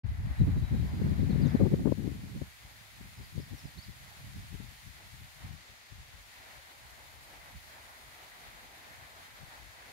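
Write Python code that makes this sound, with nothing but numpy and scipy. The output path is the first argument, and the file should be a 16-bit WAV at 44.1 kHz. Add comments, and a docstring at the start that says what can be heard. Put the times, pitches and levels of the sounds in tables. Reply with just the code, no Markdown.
"""Wind at a riverside reed bed, picked up through two small microphone ports.
A strong gust opens, its eddies buffeting the ports, while distant birds whistle and chirp.
After two seconds it drops to light puffs and leaves the nearby reeds, hissing and ticking as their
blades rub and knock. A bird twitters twice, and from about four seconds on the wind runs in surges
through the trees behind."""
import sys
import numpy as np
from scipy import signal
from scipy.fft import rfft, irfft
from scipy.io import wavfile
from scipy.ndimage import uniform_filter1d

SR = 44100
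rng = np.random.default_rng(int(sys.argv[2]) if len(sys.argv) > 2 else 0)


def store_pcm(level_fs):
    """Save levels as 16-bit WAV."""
    pcm = np.round(np.clip(level_fs, -1, 1) * 32767).astype(np.int16)
    wavfile.write(sys.argv[1], SR, np.atleast_2d(pcm).T)


N = 437472
TIME = np.arange(N) / SR
LEFT, RIGHT = 1, -1
PORT_LAG_S = 0.00043  # sound's travel time from port to port

# Wind on the microphone: a gust builds, collapses and leaves a light breeze.
# Each row: time in seconds, rumble at the left port in dB, at the right port in dB.
BREEZE = [(0, -36, -38), (.37, -41, -37), (.46, -29.5, -28), (.63, -32.5, -38), (.95, -34.5, -36.5),
          (1.1, -29, -38.5), (1.6, -27, -37), (1.82, -31.5, -34), (1.95, -35.5, -48), (2.13, -41.5, -47),
          (2.42, -51.5, -42.5), (2.52, -65, -61), (2.85, -65, -59.5), (3.0, -57, -56), (4.1, -58.5, -57.5),
          (4.5, -46.5, -53), (4.78, -55, -63), (5.8, -66.5, -71.5), (6.9, -61, -63.5), (9.9, -65.5, -65.5)]
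# Single puffs. Each row: crest in seconds, level in dB, length in seconds, left minus right in dB.
PUFFS = [(0.064, -30, 0.044, 10), (0.252, -30.5, .03, 7), (0.308, -26, 0.027, 20), (0.42, -16, 0.033, 13),
         (0.512, -26.5, 0.044, 5), (0.574, -24.5, 0.021, 7), (0.735, -24.5, 0.043, 5.5),
         (0.821, -24.5, 0.045, 13), (1.072, -27.5, 0.062, 4), (1.22, -26.5, 0.054, 9),
         (1.336, -25, 0.042, 5), (1.411, -22, 0.027, 14), (1.467, -19, 0.018, 18),
         (1.551, -23.5, 0.023, 18), (1.632, -19.5, .035, 14), (1.738, -22, 0.021, 18),
         (1.882, -23.5, 0.048, 26), (2.062, -29, 0.098, 18), (2.367, -38, 0.035, 1), (2.422, -40, .035, 14),
         (2.65, -47.5, 0.042, 16), (3.047, -48, 0.081, 8), (3.209, -43.5, 0.047, 1),
         (3.388, -35.5, 0.064, 10), (3.528, -35.5, 0.032, 10), (3.654, -43.5, .04, -5.5),
         (3.776, -42.5, 0.032, -12), (3.888, -41, .035, 13), (4.275, -46.5, 0.062, 2.5),
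         (4.379, -39.5, 0.042, 2), (4.539, -36.5, 0.039, 18), (4.615, -44, 0.03, 22),
         (4.683, -45, 0.047, 16), (4.873, -43.5, 0.051, 20), (5.043, -51, 0.062, -14),
         (5.143, -43.5, 0.028, 12), (5.218, -48.5, 0.093, 6), (5.45, -41.5, 0.034, 4),
         (5.492, -41, 0.11, 13), (5.702, -48.5, 0.033, 19), (5.927, -39.5, 0.018, 22),
         (5.993, -47, 0.074, 5), (6.146, -55.5, 0.15, 1.5), (6.564, -50.5, 0.043, 18),
         (6.857, -56, .06, -6), (7.143, -55, .11, 11), (7.38, -55, 0.034, -11), (7.563, -44.5, 0.046, -4),
         (8.47, -53.5, 0.057, 9), (8.626, -54, 0.025, -15), (9.007, -57, 0.11, 10), (9.422, -44, .03, 22),
         (9.646, -50.5, 0.1, 19)]
# Rumble of a light puff on a port. Each row: frequency in Hz, relative spectral level in dB.
RUMBLE_SPECTRUM = [(20, -9), (45, 4.5), (85, 5.5), (130, 3), (175, -5), (250, -14.5), (350, -24.5),
                   (500, -34.5), (800, -62), (1500, -61)]
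# Size of the passing eddies. Each row: time in seconds, stretch of the rumble (under 1 is large, dull).
EDDY_STRETCH = [(0, 0.51), (.6, 0.64), (1.0, 0.88), (1.4, 0.85), (1.7, 0.95), (2.05, 1.33), (2.6, 1.02),
                (3.4, 1.15), (4.4, 0.91), (5.5, 0.95), (6.2, 0.81), (9.5, 0.8)]
# Sharp eddies on the left port.
# Each row: crest in seconds, level in dB, half-width in seconds, stretch of the rumble.
SLAPS = [(0.048, -21, 0.0055, 1.03), (0.417, -14.5, 0.0093, 1.2), (0.443, -27, .008, 0.88),
         (1.021, -17.5, 0.0053, 1.6), (1.456, -21.5, .008, 2), (1.552, -16.5, 0.009, 1.85),
         (1.611, -19, 0.012, 2.97), (1.663, -25, 0.013, 3.2), (1.721, -23.5, 0.0027, 2.3),
         (1.742, -18, 0.0026, 2.75), (1.858, -16.5, 0.0043, 3.26), (1.874, -23, 0.0063, 3.8),
         (1.923, -17.5, 0.0032, 3.35), (2.42, -26, 0.0048, 2.2), (3.014, -38, 0.0038, 1.7),
         (3.379, -30.5, 0.003, 2.1), (4.603, -34.5, 0.0054, 1.57)]

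# Hiss of the reeds near the microphone. Each row: time in seconds, level in dB.
REED_LEVEL = [(0, -104), (.07, -70), (.24, -66.5), (.85, -63.5), (3.1, -62), (4.4, -61), (5.2, -62),
              (7.9, -62), (9.9, -62)]
# Colour of that hiss. Each row: frequency in Hz, relative spectral level in dB.
REED_SPECTRUM = [(450, -59), (800, -37), (1500, -32.5), (2000, -27.5), (2800, -32.5), (4400, -32.5),
                 (5500, -37.5), (7000, -36.5), (8000, -41), (9200, -37.5), (10500, -39), (12300, -36.5),
                 (14000, -44.5), (15200, -43)]
# The finest fizz of the blades comes and goes. Each row: time in seconds, top treble gain in dB.
REED_FIZZ = [(0, -0.5), (5.5, -1.5), (5.62, -5), (6.1, -4), (6.25, -2), (7.9, 0), (9.9, -2)]
# Level of the distant rush as picked up; it ducks abruptly near 1.7 s, probably the recorder's
# wind suppression. Each row: time in seconds, level in dB.
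RUSH_LEVEL = [(0.05, -59), (.4, -59), (1.55, -56), (1.72, -64.5), (2.45, -65), (4.4, -66), (5.3, -65.5),
              (5.6, -65.5), (6.25, -66), (6.5, -62.5), (7.6, -63), (7.8, -61), (9.4, -59), (9.7, -62.5),
              (9.9, -56.5)]
# Colour of the trees behind the reeds. Each row: frequency in Hz, relative spectral level in dB.
TREE_SPECTRUM = [(60, -41), (250, -35), (480, -36), (620, -29), (800, -26.5), (1200, -31.5), (2000, -28),
                 (2800, -39.5), (4200, -39.5), (5500, -50.5), (8000, -93)]
# Surges through the crowns. Each row: crest in seconds, rise above RUSH_LEVEL in dB.
TREE_SURGES = [(4.15, 3.5), (4.99, 6), (5.44, 6.5), (6.40, 5.5), (6.52, 2), (6.72, 3), (6.98, 0.5),
               (7.33, 5), (7.48, 5), (7.76, 3), (8.22, 2.5), (8.46, 3.5), (8.78, 3), (9.3, 1), (9.54, 4.5),
               (9.85, 1.5)]
# The two ports differ in colour. Each row: frequency in Hz, left minus right in dB.
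PORT_BALANCE = [(700, 1.1), (1900, 2.2), (2800, -0.5), (3700, 4), (5200, -1), (7200, 1.5), (10000, 1.4),
                (12000, -0.5), (13700, 2), (15000, -8)]

# Thin, even whistles far off. Each row: start and length in seconds, pitch in Hz, relative level in dB.
WHISTLES = [(.36, .075, 3910, -64.5), (.565, .04, 3910, -65), (.62, 0.096, 3890, -64),
            (.74, 0.071, 3830, -68), (.82, .37, 4810, -76.5), (7.237, .01, 9000, -59)]
# Falling chirps. Each row: start and length in seconds, opening pitch in Hz, relative level in dB.
CHIRPS = [(1.18, .04, 4700, -63), (1.295, 0.042, 4650, -56), (1.41, 0.064, 5100, -56),
          (1.493, .03, 5300, -64), (1.545, 0.045, 4700, -62), (3.168, 0.033, 5450, -64),
          (3.232, .026, 5200, -65), (3.562, .052, 6300, -62.5), (3.645, 0.047, 5500, -63)]
# A downward zip and its buzzy landing.
# Each row: start and length in seconds, first, middle and last pitch in Hz, relative level in dB.
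ZIP_NOTES = [(1.464, 0.029, 7100, 5500, 3180, -62.5), (1.479, .036, 4310, 3470, 3400, -61)]
# A hooked twitter, sung twice. Each row: start in seconds, relative level in dB.
TWITTERS = [(3.353, -59.5), (3.772, -57.5)]
# The notes of one twitter.
# Each row: offset and length in seconds, first, middle and last pitch in Hz, relative level in dB.
TWITTER_NOTES = [(0, 0.0368, 3390, 4420, 4250, 2), (0.047, 0.023, 4460, 5050, 5600, -2.5),
                 (0.066, .018, 5400, 4300, 3400, -5), (.127, .028, 3350, 3470, 3660, -5)]


def buffet(port, trim_db, knee_db, octaves_per_db, port_stretch, flutter_db, lump_db):
    """Wind right on one port: a lumpy breeze plus puffs, fluttering, and brighter past the knee."""
    breeze = [(s, left if port == LEFT else right) for s, left, right in BREEZE]
    breeze_db = follow(breeze, TIME) + lump_db * waver(rate_hz=18)
    flow = np.hypot(amp(breeze_db), puffs(port))
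    level_db = 20 * np.log10(flow) + flutter_db * waver(rate_hz=39)
    octaves_up = octaves_per_db * np.maximum(level_db - knee_db, 0)
    stretch = port_stretch * follow(EDDY_STRETCH, TIME) * 2 ** octaves_up
    return turbulence(level_db + trim_db, stretch)


def puffs(port, rise_share=0.49):
    """Pressure of the puffs on one port: each swells and dies away at nearly the same pace."""
    power = np.zeros(N)
    for s, db, length, balance_db in PUFFS:
        near = abs(TIME - s) < 2 * length
        t = (TIME[near] - s) / length
        width = np.where(t < 0, rise_share, 1 - rise_share)
        crest = amp(db + min(port * balance_db, 0))
        power[near] += crest ** 2 * np.exp(-(t / width) ** 2)
    return np.sqrt(power)


def slaps():
    """Single eddies hit a port as short thuds, each with its own brightness."""
    push = sum(amp(db) * np.exp(-((TIME - s) / width) ** 2) for s, db, width, _ in SLAPS)
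    stretch = follow([(s, stretch) for s, _, _, stretch in SLAPS], TIME)
    return turbulence(20 * np.log10(push + 1e-9), stretch)


def turbulence(level_db, stretch):
    """Rumble at a port; faster air sheds smaller eddies and stretches the spectrum upwards."""
    hz = np.fft.rfftfreq(N, 1 / SR)
    white = rfft(rng.standard_normal(N))
    rumble, power = np.zeros(N), np.zeros(N)
    for centre_hz in np.geomspace(20, 2560, num=15):
        half_octaves = np.clip(2 * np.log2((hz + 1e-9) / centre_hz), -1, 1)
        band = unit(irfft(white * np.cos(np.pi / 2 * half_octaves), N))
        gain = amp(colour(RUMBLE_SPECTRUM, centre_hz / stretch)) * np.sqrt(centre_hz)
        rumble += gain * band
        power += gain ** 2
    rumble /= np.sqrt(power)
    # the strength of the flow sets the loudness; single eddies only shape the wave
    local_power = uniform_filter1d(uniform_filter1d(rumble ** 2, size=1100), size=1100)
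    return amp(level_db) * rumble / np.sqrt(local_power + 0.04)


def reeds(level_db, tick_db, fizz_hz):
    """Blades slide over each other in a hiss, with ticks from the stems nearest the microphone."""
    rustle = unit(rng.standard_normal((2, N)) + amp(tick_db) * leaf_ticks(per_s=1500, spread_db=3.5))
    fizz = signal.sosfiltfilt(signal.butter(4, fizz_hz, "highpass", fs=SR, output="sos"), rustle)
    rustle += (amp(follow(REED_FIZZ, TIME)) - 1) * fizz
    sway = amp(0.35 * waver(rate_hz=12))
    hiss = foliage(REED_LEVEL, REED_SPECTRUM, rustle,
                   coherence=0.35, lean=1.0, patch_db=0.35, flicker_db=0.33)
    return amp(level_db) * sway * hiss


def leaf_ticks(per_s, spread_db):
    """Dry blades knock together: many tiny ticks and a few larger ones."""
    size = amp(spread_db * np.minimum(rng.exponential(1, (2, N)), 5))
    polarity = rng.choice([-1, 1], (2, N))
    knocks = rng.random((2, N)) < per_s / SR
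    return unit(size * polarity * knocks)


def trees(level_db, waver_db, rise_s, fall_s):
    """The smooth rush of crowns farther off; each surge rises quickly and ebbs."""
    surge_db = sum(db * np.exp(-((TIME - s) / np.where(TIME < s, rise_s, fall_s)) ** 2)
                   for s, db in TREE_SURGES)
    swell = amp(level_db + surge_db + waver_db * waver(rate_hz=5.6))
    return swell * foliage(RUSH_LEVEL, TREE_SPECTRUM, rng.standard_normal((2, N)),
                           coherence=1.0, lean=0.55, patch_db=1.4, flicker_db=0.23)


def foliage(level, spectrum, rustle, coherence, lean, patch_db, flicker_db):
    """Leaves all round the microphone, more to the right; clumps stir and settle at random."""
    hz, t, (right, independent) = signal.stft(rustle, SR, nperseg=512, noverlap=384)
    side = np.cos(np.linspace(0, np.pi, num=90))  # 1 is hard right, -1 hard left
    weight = np.exp(lean * side)
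    # each direction reaches the two ports with its own delay
    delays = np.exp(-2j * np.pi * PORT_LAG_S * np.outer(hz, side))
    shared = (coherence * delays @ weight / weight.sum())[:, None]
    left = shared * right + np.sqrt(np.maximum(1 - abs(shared) ** 2, 0)) * independent
    patches = uniform_filter1d(rng.standard_normal(right.shape), size=16, axis=0)
    patches = unit(uniform_filter1d(patches, size=24, axis=1))
    flicker = unit(uniform_filter1d(rng.standard_normal(len(t)), size=9))
    db = colour(spectrum, hz)[:, None] + follow(level, t) + patch_db * patches + flicker_db * flicker
    tilt_db = colour(PORT_BALANCE, hz)[:, None] / 2
    ports = np.array([left * amp(db + tilt_db), right * amp(db - tilt_db)])
    return np.sqrt(SR / 2) * signal.istft(ports, SR, nperseg=512, noverlap=384)[1][:, :N]


def birds(level_db, echo_db, t60_s, quaver, flutter_db):
    """Distant notes, rougher the wider they glide, scattered by wind and trees on their way."""
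    song, unsteady = np.zeros(N), waver(rate_hz=340)
    for s, length, *pitches, db in bird_notes(chirp_fall_hz_per_s=28000):
        progress = np.linspace(0, 1, round(length * SR))
        hz = np.polyval(np.polyfit([0, 0.5, 1], pitches, 2), progress)
        hz += quaver * np.ptp(hz) * unsteady[round(s * SR):][:len(hz)]
        note = np.sin(2 * np.pi * np.cumsum(hz) / SR) * signal.windows.tukey(len(hz), 0.5)
        add(song, s, amp(db) * unit(note))
    song *= amp(flutter_db * waver(rate_hz=52))
    t = TIME[:SR // 2]
    tail = rng.standard_normal((2, len(t))) * amp(-60 * t / t60_s)
    echo = signal.fftconvolve(song[None], tail / np.linalg.norm(tail[0]), axes=1)[:, :N]
    return amp(level_db) * (song + amp(echo_db) * echo)


def bird_notes(chirp_fall_hz_per_s):
    """Every note the birds sing, in rows laid out like ZIP_NOTES."""
    notes = [(s, length, hz, hz, hz, db) for s, length, hz, db in WHISTLES]
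    for s, length, hz, db in CHIRPS:
        fall_hz = chirp_fall_hz_per_s * length
        notes.append((s, length, hz, hz - fall_hz / 2, hz - fall_hz, db))
    for s, db in TWITTERS:
        notes += [(s + offset, *glide, db + note_db) for offset, *glide, note_db in TWITTER_NOTES]
    return notes + ZIP_NOTES


def amp(db):
    """Decibels to gain."""
    return 10 ** (np.asarray(db) / 20)


def unit(x):
    """Scales to rms 1."""
    return x / np.sqrt(np.mean(x ** 2) + 1e-20)


def follow(curve, t):
    """Reads a curve at the times t."""
    return np.interp(t, *np.transpose(curve))


def colour(spectrum, hz):
    """Reads a spectrum on a log-frequency axis."""
    points_hz, db = np.transpose(spectrum)
    return np.interp(np.log(hz + 1), np.log(points_hz), db)


def waver(rate_hz):
    """Smooth random drift of rms 1, moving up to about the given rate."""
    hz = np.fft.rfftfreq(N, 1 / SR)
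    return unit(irfft(rfft(rng.standard_normal(N)) * np.exp(-(hz / rate_hz) ** 2), N))


def add(mix, s, sound):
    """Mixes a sound in at s seconds."""
    part = mix[round(s * SR):][:len(sound)]
    part += sound[:len(part)]


def scene():
    """At the microphone each port has its own turbulence; reeds, trees and birds reach both."""
    left = buffet(LEFT, trim_db=0.0, knee_db=-48.0, octaves_per_db=0.0326,
                  port_stretch=0.96, flutter_db=2.0, lump_db=3.0) + slaps()
    right = buffet(RIGHT, trim_db=0.7, knee_db=-51.5, octaves_per_db=0.043,
                   port_stretch=0.97, flutter_db=2.5, lump_db=2.5)
    hiss = reeds(level_db=0.03, tick_db=-9, fizz_hz=8100)
    rush = trees(level_db=-0.24, waver_db=0.86, rise_s=0.056, fall_s=0.071)
    song = birds(level_db=-2.5, echo_db=-4, t60_s=0.46, quaver=0.065, flutter_db=3.0)
    return np.array([left, right]) + hiss + rush + song


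def record(dry):
    """The recorder fades in, and cuts the deepest rumble and the top treble."""
    fade_in = np.clip((TIME - 0.034) / 0.012, 0, 1)
    low_cut = signal.butter(4, 40, "highpass", fs=SR, output="sos")
    high_cut = signal.firwin(1023, 15730, window=("kaiser", 9), fs=SR)
    return signal.oaconvolve(signal.sosfilt(low_cut, dry * fade_in), high_cut[None], "same")


dry = scene()
out = record(dry)
store_pcm(out)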